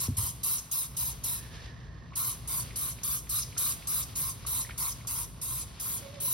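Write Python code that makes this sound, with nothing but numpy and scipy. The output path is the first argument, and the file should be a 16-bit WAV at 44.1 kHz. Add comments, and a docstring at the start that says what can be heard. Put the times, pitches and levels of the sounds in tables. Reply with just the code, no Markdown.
"""A wet hiss of spray comes first, with low thuds close behind as the hand bumps the camera. A trigger bottle
squirts cleaner at a mirror in a tiled restroom, in two quick runs: each squeeze builds pressure, so shaped
noise spits, opens into fine bright mist and sputters shut, and the plastic head rings. Short ringing ticks come
from the trigger, swelling noise is the rustle of glove and sleeve, and a faint whistle and squeak are heard.
Below lie a low noise rumble, soft room air and a fan's steady tones."""
import sys
import numpy as np
from scipy import signal
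from scipy.fft import rfft, irfft, next_fast_len
from scipy.io import wavfile
from scipy.ndimage import uniform_filter1d, map_coordinates

SR = 44100
rng = np.random.default_rng(int(sys.argv[2]) if len(sys.argv) > 2 else 0)


def wav_record(signal):
    """Record a signal, one row per channel, as 16-bit PCM in the file named by sys.argv[1]."""
    frames = np.transpose(np.atleast_2d(signal))
    bounded = np.clip(frames, -1, 1)
    # unit amplitude maps onto the largest positive 16-bit level
    quanta = np.round(bounded * 32767).astype(np.int16)
    wavfile.write(sys.argv[1], SR, quanta)


N = 279153
T = np.arange(N) / SR
HZ = np.fft.rfftfreq(N, 1 / SR)

# One squeeze per row: start t/s, push length t/s, level/dB, brightness level/dB, head ring level/dB,
# head ring f/Hz, nozzle whistle level/dB, opening t/s, change through the push level/dB, run-out t/s
SQUIRTS = [(0, .052, -30.5, -3.5, -14.5, 1060, -18, .002, 1, 0.021),
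           (0.167, .12, -31, -4.5, -16.5, 1030, -40, .006, -1.5, 0.026),
           (.431, .14, -28, -0.5, -21.5, 1102, -26, .005, 0, .028),
           (.711, 0.13, -29.5, -1, -22.5, 1073, -18.5, .008, -3, 0.029),
           (.965, 0.14, -30, 0, -22.5, 1013, -20.5, .007, -3.5, 0.026),
           (1.235, .14, -32, -3, -21.5, 1013, -17, .009, -4, 0.026),
           (2.153, .16, -30, -1.5, -17, 1075, -21.5, .01, -.5, 0.034),
           (2.473, .14, -31, -1.2, -16.5, 1067, -29, .006, 1.5, 0.019),
           (2.757, .15, -31.5, -1, -20, 1132, -23, .004, -1, 0.026),
           (3.032, .14, -30, -1.7, -20, 1150, -27, .005, 0, 0.031),
           (3.291, 0.11, -29, -2.5, -21.5, 1175, -18, .006, 3.5, 0.036),
           (3.577, .14, -28, -3, -20.5, 1152, -19.5, .005, -1, .031),
           (3.87, .15, -29, -.5, -20.5, 1154, -20, .005, 0.5, 0.02),
           (4.153, .15, -30, -1, -19, 1090, -26, .008, -1.5, 0.022),
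           (4.462, 0.15, -30, -2, -18, 1025, -18, .008, 2.5, 0.033),
           (4.775, .13, -30.5, -2, -14, 1054, -24, .008, -1, 0.022),
           (5.07, .16, -32.5, -3.5, -15.5, 1035, -28, .004, -0.5, 0.021),
           (5.412, 0.2, -33.5, -4, -19.5, 1086, -24, .008, 0, 0.024),
           (5.795, .18, -33, -1.5, -19.5, 1076, -29, .006, 0.5, 0.026),
           (6.201, 0.23, -28.5, 1.5, -25, 1057, -21.5, .003, 5.5, 0.023)]
# Colour of the coarse drops, present at any pressure: f/Hz, relative level/dB per Hz
COARSE_COLOUR = [(300, -49), (1700, -18), (2300, -12.5), (2900, -5.5), (3600, -3.5), (4700, -0.5),
                 (6200, 3), (8500, 8.5), (10500, 7), (13000, 4), (16000, -17)]
# Colour of the fine mist, heard near full pressure: f/Hz, relative level/dB per Hz
MIST_COLOUR = [(2000, -40), (5000, -19), (7000, -12.5), (9000, -9.5), (11000, -7.5), (13000, -3.3),
               (14800, -1), (15700, 1)]


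def spray():
    """Each squeeze drives coarse spit, then mist, then spit again; the flow also rings the nozzle head."""
    out, t = np.zeros((2, N)), T[:SR // 3]
    coarse, fine = noise(COARSE_COLOUR), noise(MIST_COLOUR)
    for start, push, db, bright_db, ring_db, ring_hz, whistle_db, opening, swell_db, run_out in SQUIRTS:
        now = (round(start * SR) + np.arange(len(t))) % N
        p = pressure(t, push, opening, run_out)
        effort = amp(db + swell_db * (np.minimum(t / push, 1) - .5))
        hiss = jet(t, p, push, bright_db, coarse[:, now], fine[:, now])
        head = nozzle_head(t, p, ring_db, ring_hz, whistle_db)
        add(out, start, effort * (near_echoes(hiss) + head))
    # the jet tears unevenly into drops
    drops = unit(amp(1.3 * flutter(per_s=2200)))
    return uneven_colour(out) * drops


def pressure(t, push, rise, run_out, shut_s=0.0023):
    """The valve opens, pressure holds, sags as the piston stops, and the valve shuts."""
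    opening = np.minimum(t / rise, 1)
    # a softened corner: nearly no sag until just before the push ends, then a steady fade
    past_push = np.logaddexp(0, (t - push + 0.013) / 0.0041)
    sagging = np.exp(-past_push * 0.011 / 0.072)
    shutting = np.exp(-np.maximum(t - push - run_out, 0) / shut_s)
    return opening * sagging * shutting


def jet(t, p, push, bright_db, coarse, fine):
    """High pressure breaks liquid into fine mist; low pressure leaves coarse drops and an unbroken jet."""
    bloom_s, breakup_share = .016, 0.56
    atomised = p ** 3 * (1 - np.exp(-t / bloom_s))
    spit = amp(-4 - bright_db) * p * (1 - breakup_share * atomised) * coarse
    mist = amp(1.5 + 0.28 * bright_db) * atomised * fine
    # the unbroken jet hisses higher the faster it runs: a chirp up at the start, down at the end
    slow_hz, fast_hz = 6000, 12500
    chirp = gliding_band(slow_hz + (fast_hz - slow_hz) * atomised, width_hz=1030)
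    spurt_db = np.where(t < push / 2, -7, -9)
    spurt = amp(spurt_db) * p * (1 - atomised) * chirp
    # the hollow cone of mist hisses in a broad band that sinks by 13000 Hz per second
    cone = amp(-14.5) * atomised * gliding_band(11530 - 13000 * t, width_hz=3000)
    return spit + mist + cone + spurt


def nozzle_head(t, p, ring_db, ring_hz, whistle_db):
    """Rushing liquid makes the plastic head ring at several pitches and the nozzle whistle."""
    flow = rng.standard_normal((2, len(t)))
    main_ring = unit(resonate(flow, ring_hz, width_hz=243))
    second_mode = amp(-10) * gliding_band(np.full(len(t), 1.28 * ring_hz), width_hz=220)
    overtone = amp(-12) * unit(resonate(flow, 2 * ring_hz, width_hz=400))
    ring = amp(ring_db - 1) * (main_ring + second_mode + overtone)
    whistle = amp(whistle_db) * unit(resonate(flow, 3900, width_hz=490))
    build_up = 1 - np.exp(-t / 0.014)
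    return (ring + whistle) * p * build_up


# Hand, bottle and mirror throw the hiss back: typical delay t/s, gain (plain factor)
NEAR_ECHOES = [(.0008, .42), (.0015, .36), (.0026, .34), (.0041, .28)]


def near_echoes(x):
    """Short echoes comb the hiss; longer paths slide the comb down as the bottle sweeps along the glass."""
    t, out = T[:x.shape[1]], x.copy()
    for delay, gain in NEAR_ECHOES:
        stretch = 1 + rng.uniform(.1, .7) * t
        path = delay * rng.uniform(.85, 1.2) * stretch
        at = np.maximum((t - path) * SR, 0)
        out += gain * np.array([map_coordinates(side, [at], order=3) for side in x])
    return out


def uneven_colour(x, patchy_db=3.0, size=512):
    """Narrow bands of the hiss flare and fade at random within hundredths of a second."""
    overlap = 3 * size // 4
    z = signal.stft(x, nperseg=size, noverlap=overlap)[2]
    patches = rng.standard_normal(z.shape[1:])
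    # smooth across neighbouring pitches, then across time
    patches = uniform_filter1d(patches, size=4, axis=0)
    patches = unit(uniform_filter1d(patches, size=7, axis=1))
    flaring = z * unit(amp(patchy_db * patches))
    return signal.istft(flaring, nperseg=size, noverlap=overlap)[1][:, :N]


# Slugs of liquid that spit as the valve opens or shuts: t/s, level/dB, f/Hz, length t/s
SLUGS = [(0.01, -38, 12000, 0.016), (0.177, -29, 9580, 0.017), (0.436, -33.5, 10500, 0.022),
         (0.573, -39, 6250, 0.033), (0.711, -42, 6950, 0.022), (0.717, -33.5, 11000, 0.017),
         (0.969, -46, 7700, 0.014), (2.165, -37, 8500, 0.023), (2.763, -39, 10300, 0.022),
         (3.031, -32.5, 6500, 0.011), (3.414, -38.5, 5540, 0.033), (3.571, -34, 6600, 0.019),
         (4.018, -43.5, 5700, 0.029), (4.913, -41.5, 5920, 0.024), (5.077, -43, 6530, 0.02),
         (5.799, -45, 5800, 0.021)]


def slugs(width_hz=1700):
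    """Each slug of liquid is a short wet burst of noise in a narrow band."""
    out = np.zeros((2, N))
    for s, db, hz, length in SLUGS:
        size = max(round(length * SR), 64)
        burst = gliding_band(np.full(size, hz), width_hz)
        add(out, s, amp(db) * burst * signal.windows.tukey(size, .8))
    return out


# Ticks as the trigger springs back and is taken up again:
# lead before the squeeze t/s, average drive level/dB, ring f/Hz, width f/Hz, rattle fade by 60 dB t/s
TRIGGER_TICKS = [(.048, -57, 2300, 2400, .04), (.014, -53.5, 1130, 600, .045)]
# Further louder ticks and short rattles of the trigger, at set times: # t/s, drive level/dB, ring f/Hz, width
# f/Hz, rattle fade by 60 dB t/s
KNOCKS = [(2.122, -49, 1075, 397, .049), (2.134, -48, 2170, 1820, 0.092), (2.456, -56, 2200, 1500, .04),
          (2.707, -42, 2180, 1800, 0.053), (2.987, -46, 2400, 1300, .03), (3.2702, -47, 2300, 1980, 0.044),
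          (3.526, -46, 2280, 1400, 0.027), (3.567, -40, 1370, 900, .035), (3.824, -48, 2400, 1300, .055),
          (4.143, -52, 1100, 500, 0.031), (4.45, -43, 1150, 595, 0.028), (4.649, -46, 1920, 330, 0.026),
          (4.668, -48, 2190, 900, 0.046), (4.691, -41, 2100, 1900, 0.088), (4.696, -39, 1390, 900, 0.022),
          (4.701, -48, 2220, 1910, 0.082), (4.7083, -37.5, 2300, 2400, 0.043), (4.76, -56, 1100, 600, .03),
          (5.011, -50, 2170, 990, 0.042), (5.0497, -46, 1200, 900, .036)]


def trigger(spread_db=2):
    """Plastic trigger ticks lead into every squeeze but the first; at set times the trigger ticks louder or
    rattles."""
    out = np.zeros((2, N))
    for start, *_ in SQUIRTS[1:]:
        for ahead, db, *ring in TRIGGER_TICKS:
            varied_db = db + spread_db * rng.standard_normal()
            add(out, start - ahead, amp(varied_db) * tick(*ring))
    for s, db, *ring in KNOCKS:
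        add(out, s, amp(db) * tick(*ring))
    return out


def tick(hz, width_hz, t60):
    """Plastic strikes plastic and chatters: a hollow knock in a narrow band, a dry click in a wide one."""
    t = T[:SR // 6]
    strike = amp(4.5) * np.sin(2 * np.pi * hz * t) * np.exp(-0.67 * width_hz * t)
    chatter = amp(1.0 * flutter(per_s=760)[:len(t)])
    rattle = unit(resonate(rng.standard_normal((2, len(t))) * chatter, hz, width_hz))
    fade = amp(-60 * t / t60) * np.minimum(t / 0.0016, 1)
    return strike + amp(-2.5) * rattle * fade


# Bumps of the hand on the camera: t/s, level/dB before the shared lift, f/Hz, fade by 60 dB t/s
BUMPS = [(0.082, -27, 422, 0.013), (0.083, -26.5, 233, 0.084), (0.084, -20, 99.4, 0.11),
         (0.122, -29.5, 80, 0.11), (0.1, -32, 260, 0.07), (0.101, -28.5, 129.6, 0.17), (0.18, -23, 95, 0.1),
         (0.2, -29.5, 112, 0.13), (0.231, -25, 88, 0.06)]


def bumps(rise_s=0.002, lift_db=2.0):
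    """Bumps shake the camera body: soft, low, fading tones, alike on both sides."""
    out, t = np.zeros(N), T[:SR // 4]
    for s, db, hz, t60 in BUMPS:
        onset = 1 - np.exp(-t / rise_s)
        add(out, s, amp(db + lift_db - 60 * t / t60) * onset * -np.sin(2 * np.pi * hz * t))
    return out


# Rustle of the sleeve as the arm sweeps along the mirror: t/s, level/dB before the shared lift
SLEEVE = [(0.0, -54.5), (0.81, -57), (1.45, -53.5), (1.62, -50.5), (1.74, -59), (2.03, -67.5),
          (2.52, -52.5), (2.78, -49.5), (3.14, -57.5), (3.65, -53), (3.84, -56), (4.02, -52.5),
          (4.25, -51.5), (4.76, -57.5), (4.97, -54.5), (5.04, -56.5), (5.22, -57), (5.34, -61), (5.5, -57),
          (5.72, -56), (6.1, -49.5), (6.33, -57)]
# Colour of the cloth: f/Hz, relative level/dB per Hz
CLOTH = [(400, 5), (900, 0), (1600, 2), (2400, 2.5), (3500, 4), (6000, -0.5), (12000, -21.5)]


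def rustle(lift_db=3.0):
    """Cloth rubs as it moves: the sleeve rests after each push, the glove swells with every squeeze."""
    grip_db, grip_s = -28.5, 0.2  # glove level against the squirt, length of its swell
    rest_db, rest_after_s, rest_width_s = -2.5, 0.085, 0.23
    sleeve_db = lift_db + np.interp(T, *np.transpose(SLEEVE))
    grip = np.zeros(N)
    for start, push, db, *_ in SQUIRTS:
        from_rest = T - start - push - rest_after_s
        sleeve_db = sleeve_db + rest_db * np.exp(-(from_rest / rest_width_s) ** 2)
        grip += amp(db + grip_db) * np.sin(np.pi * np.clip((T - start) / grip_s, 0, 1))
    grain_db = 1.07 * flutter(per_s=220)
    folds_db = 1.63 * flutter(per_s=20)
    return np.hypot(amp(sleeve_db), grip) * amp(grain_db + folds_db) * noise(CLOTH)


# Airy whistle in the pause: t/s, level/dB before the side gains
WHISTLE = [(1.3, -67), (1.42, -59), (1.58, -55), (1.8, -58.5), (2.06, -59.5), (2.16, -76)]
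# Squeak near the end, sliding up and settling: t/s, f/Hz, level/dB before the side gains
SQUEAK = [(6.02, 558, -52), (6.045, 562, -48.5), (6.07, 562, -41.5), (6.1, 570, -46), (6.125, 573, -54),
          (6.174, 575, -45.5), (6.22, 576, -55), (6.256, 557, -51), (6.285, 565, -70)]
# Partials of the squeak: multiple of its pitch, relative level/dB
SQUEAK_PARTIALS = [(1, 0), (2, -19), (4, -17)]


def tones(waver_hz=9, rough_db=-1.0, rub_db=-14):
    """Mostly on the right: narrow noise whistles in the pause; sliding tones and noise squeak near the end."""
    airy = unit(resonate(rng.standard_normal(N), 1775, width_hz=270))
    whistle = amp(np.interp(T, *np.transpose(WHISTLE), left=-np.inf, right=-np.inf)) * airy
    s, hz, db = np.transpose(SQUEAK)
    # adding up the pitch gives the number of turns so far
    turns = np.cumsum(np.interp(T, s, hz) + waver_hz * flutter(per_s=42)) / SR
    squeak = sum(amp(part_db) * np.sin(2 * np.pi * k * turns) for k, part_db in SQUEAK_PARTIALS)
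    rub = amp(rub_db) * unit(resonate(rng.standard_normal(N), hz.mean(), width_hz=85))
    squeak_db = np.interp(T, s, db, left=-np.inf, right=-np.inf) + rough_db * flutter(per_s=100)
    side_gains = np.array([[.3], [1.2]])  # left, right
    return (whistle + (squeak + rub) * amp(squeak_db)) * side_gains


# Decay of the tiled room: f/Hz, fade by 60 dB t/s
ROOM_T60 = [(200, .9), (1000, .95), (4000, 1.0), (8000, .9), (12000, .68), (16000, .52)]


def echoes(early_t60=0.16):
    """Hard tiles: quick reflections from the mirror corner, then a long bright tail."""
    t_room = T[:SR]
    signs = rng.choice([-1., 1.], (2, SR))
    chosen = rng.random((2, SR)) < 4000 / SR  # about 4000 reflections per second
    taps = signs * chosen * (t_room > .004)
    hz, t, z = signal.stft(taps, SR, nperseg=256)
    decay = amp(-60 * t / read(ROOM_T60, hz)[:, None])
    tail = signal.istft(z * decay, SR, nperseg=256)[1][:, :SR]
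    early = taps * amp(-60 * t_room / early_t60)
    return amp(-15) * tail / np.linalg.norm(tail[0]) + amp(-13) * early / np.linalg.norm(early[0])


def room(x, count=5):
    """The bottle moves between squirts, so neighbouring squirts meet different echoes."""
    starts = [row[0] for row in SQUIRTS]
    place = np.searchsorted(starts, T, "right") % count
    echoed = [signal.fftconvolve(x * (place == k), echoes(), axes=1)[:, :N] for k in range(count)]
    return x + sum(echoed)


# Colour of the low rumble: f/Hz, relative level/dB per Hz
RUMBLE = [(20, -49), (36, -26), (50, 1.5), (62, 1), (80, -6), (120, 2), (173, -12), (263, -17.5),
          (320, -21), (500, -23.5), (700, -29.5), (1200, -90)]
# Colour of the still room air: f/Hz, relative level/dB per Hz
AIR = [(200, 18), (450, -0.5), (1100, 13.5), (1600, 1), (3000, -16), (6000, -19), (12000, -28.5)]
# Lulls and swells of the rumble: t/s, width t/s, change of deep part level/dB, of upper part level/dB
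LULLS = [(.71, 0.18, -13, -11.5), (3.3, 0.068, -6, -2.5), (4.65, 0.3, 0, 0), (5.55, 0.092, 1, 1.5),
         (5.8, 0.066, -4, -7.5), (6.04, 0.093, -17, 1.5), (6.29, .08, -12, 0.5)]


def background(rumble_db=-45.5, air_db=-58, split_hz=90):
    """Low rumble, probably from handling the camera, its deep and upper parts dipping and swelling; room air."""
    deep_db, upper_db = np.zeros(N), np.zeros(N)
    for s, width, deep_change_db, upper_change_db in LULLS:
        shape = np.exp(-((T - s) / width) ** 2)
        deep_db += deep_change_db * shape
        upper_db += upper_change_db * shape
    rumble = noise(RUMBLE)
    deep = signal.sosfiltfilt(signal.butter(4, split_hz, fs=SR, output="sos"), rumble)
    upper = rumble - deep
    return amp(rumble_db + deep_db) * deep + amp(rumble_db + upper_db) * upper + amp(air_db) * noise(AIR)


# Steady hum of the fan: f/Hz, rms level/dB
HUM = [(58.5, -59), (129, -64), (163.5, -61), (246, -70), (674, -74), (1068, -73.5)]


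def hum(waver_rad=0.62):
    """The fan hums in faint steady tones that drift a little in phase."""
    out = np.zeros(N)
    for hz, db in HUM:
        phase = 2 * np.pi * hz * T + waver_rad * flutter(per_s=5)
        out += amp(db) * np.sqrt(2) * np.sin(phase)
    return out


# How alike the two microphone ports are: f/Hz, likeness from 0 to 1
LIKENESS = [(60, .92), (180, .85), (400, .6), (700, .45), (1000, .78), (1700, .25), (2300, .75),
            (3400, .35), (4400, .82), (5700, .25), (7100, .98), (7900, .98), (9000, .6), (10300, .99),
            (11600, .99), (12700, .55), (14000, .99), (15200, .99), (15800, .75)]
# How far the left port leads: f/Hz, phase/rad
LEAD = [(200, 0), (1400, 1), (2000, 0), (3400, .5), (5200, 0), (6800, -np.pi), (8000, -np.pi), (9400, -5),
        (10000, -2 * np.pi), (11700, -2 * np.pi), (13800, -3 * np.pi), (15200, -3 * np.pi), (16000, -9.8)]


def ports(x):
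    """Blends two unrelated signals into a microphone pair; likeness and phase change with frequency."""
    a, b = rfft(x)
    same = read(LIKENESS, HZ)
    blend = same * a + np.sqrt(1 - same ** 2) * b
    right = blend * np.exp(-1j * read(LEAD, HZ))
    return irfft(np.array([a, right]), N)


def amp(db):
    """Turns decibels into a gain."""
    return 10 ** (np.asarray(db) / 20)


def unit(x):
    """Scales to an rms (average strength) of 1."""
    return x / np.sqrt(np.mean(x ** 2) + 1e-20)


def read(points, hz):
    """Reads a table between its points, on a logarithmic frequency axis."""
    f, value = np.transpose(points)
    return np.interp(np.log(hz + 1), np.log(f + 1), value)


def add(mix, s, sound):
    """Mixes a sound in at time s, in seconds."""
    part = mix[..., max(round(s * SR), 0):][..., :sound.shape[-1]]
    part += sound[..., :part.shape[-1]]


def noise(spectrum):
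    """Two unrelated noises of one colour, rms 1."""
    size = next_fast_len(N, real=True)
    gain = amp(read(spectrum, np.fft.rfftfreq(size, 1 / SR)))
    white = rng.standard_normal((2, size))
    return unit(irfft(rfft(white) * gain, size)[:, :N])


def gliding_band(hz, width_hz):
    """Two noises of rms 1 in a band that follows the curve hz."""
    shape = (2, len(hz))
    hiss = rng.standard_normal(shape) + 1j * rng.standard_normal(shape)
    narrow = signal.sosfilt(signal.butter(2, width_hz / 2, fs=SR, output="sos"), hiss)
    # turning the low noise around at hz moves it up to that pitch
    return unit((narrow * np.exp(2j * np.pi * np.cumsum(hz) / SR)).real)


def resonate(x, hz, width_hz):
    """A steep resonance: the same two-pole filter applied twice."""
    b, a = signal.iirpeak(hz, hz / width_hz, fs=SR)
    return signal.lfilter(b, a, signal.lfilter(b, a, x))


def flutter(per_s):
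    """A random wobble of rms 1, with per_s new values a second joined by straight lines."""
    knots = rng.standard_normal(20000)
    return unit(np.interp(T * per_s, np.arange(len(knots)), knots))


def scene():
    """The bottle in the room, with the handling sounds, over the background."""
    bottle = room(spray() + slugs() + trigger())
    return ports(bottle + rustle() + background()) + hum() + bumps() + tones()


def record(dry):
    """The microphone's bass roll-off below 36 Hz, then the band limit at 16000 Hz."""
    lean = signal.sosfilt(signal.butter(4, 36, "highpass", fs=SR, output="sos"), dry)
    band_limit = signal.firwin(511, 16000, window=("kaiser", 9), fs=SR)
    return signal.oaconvolve(lean, band_limit[None], "same")


dry = scene()
out = record(dry)
wav_record(out)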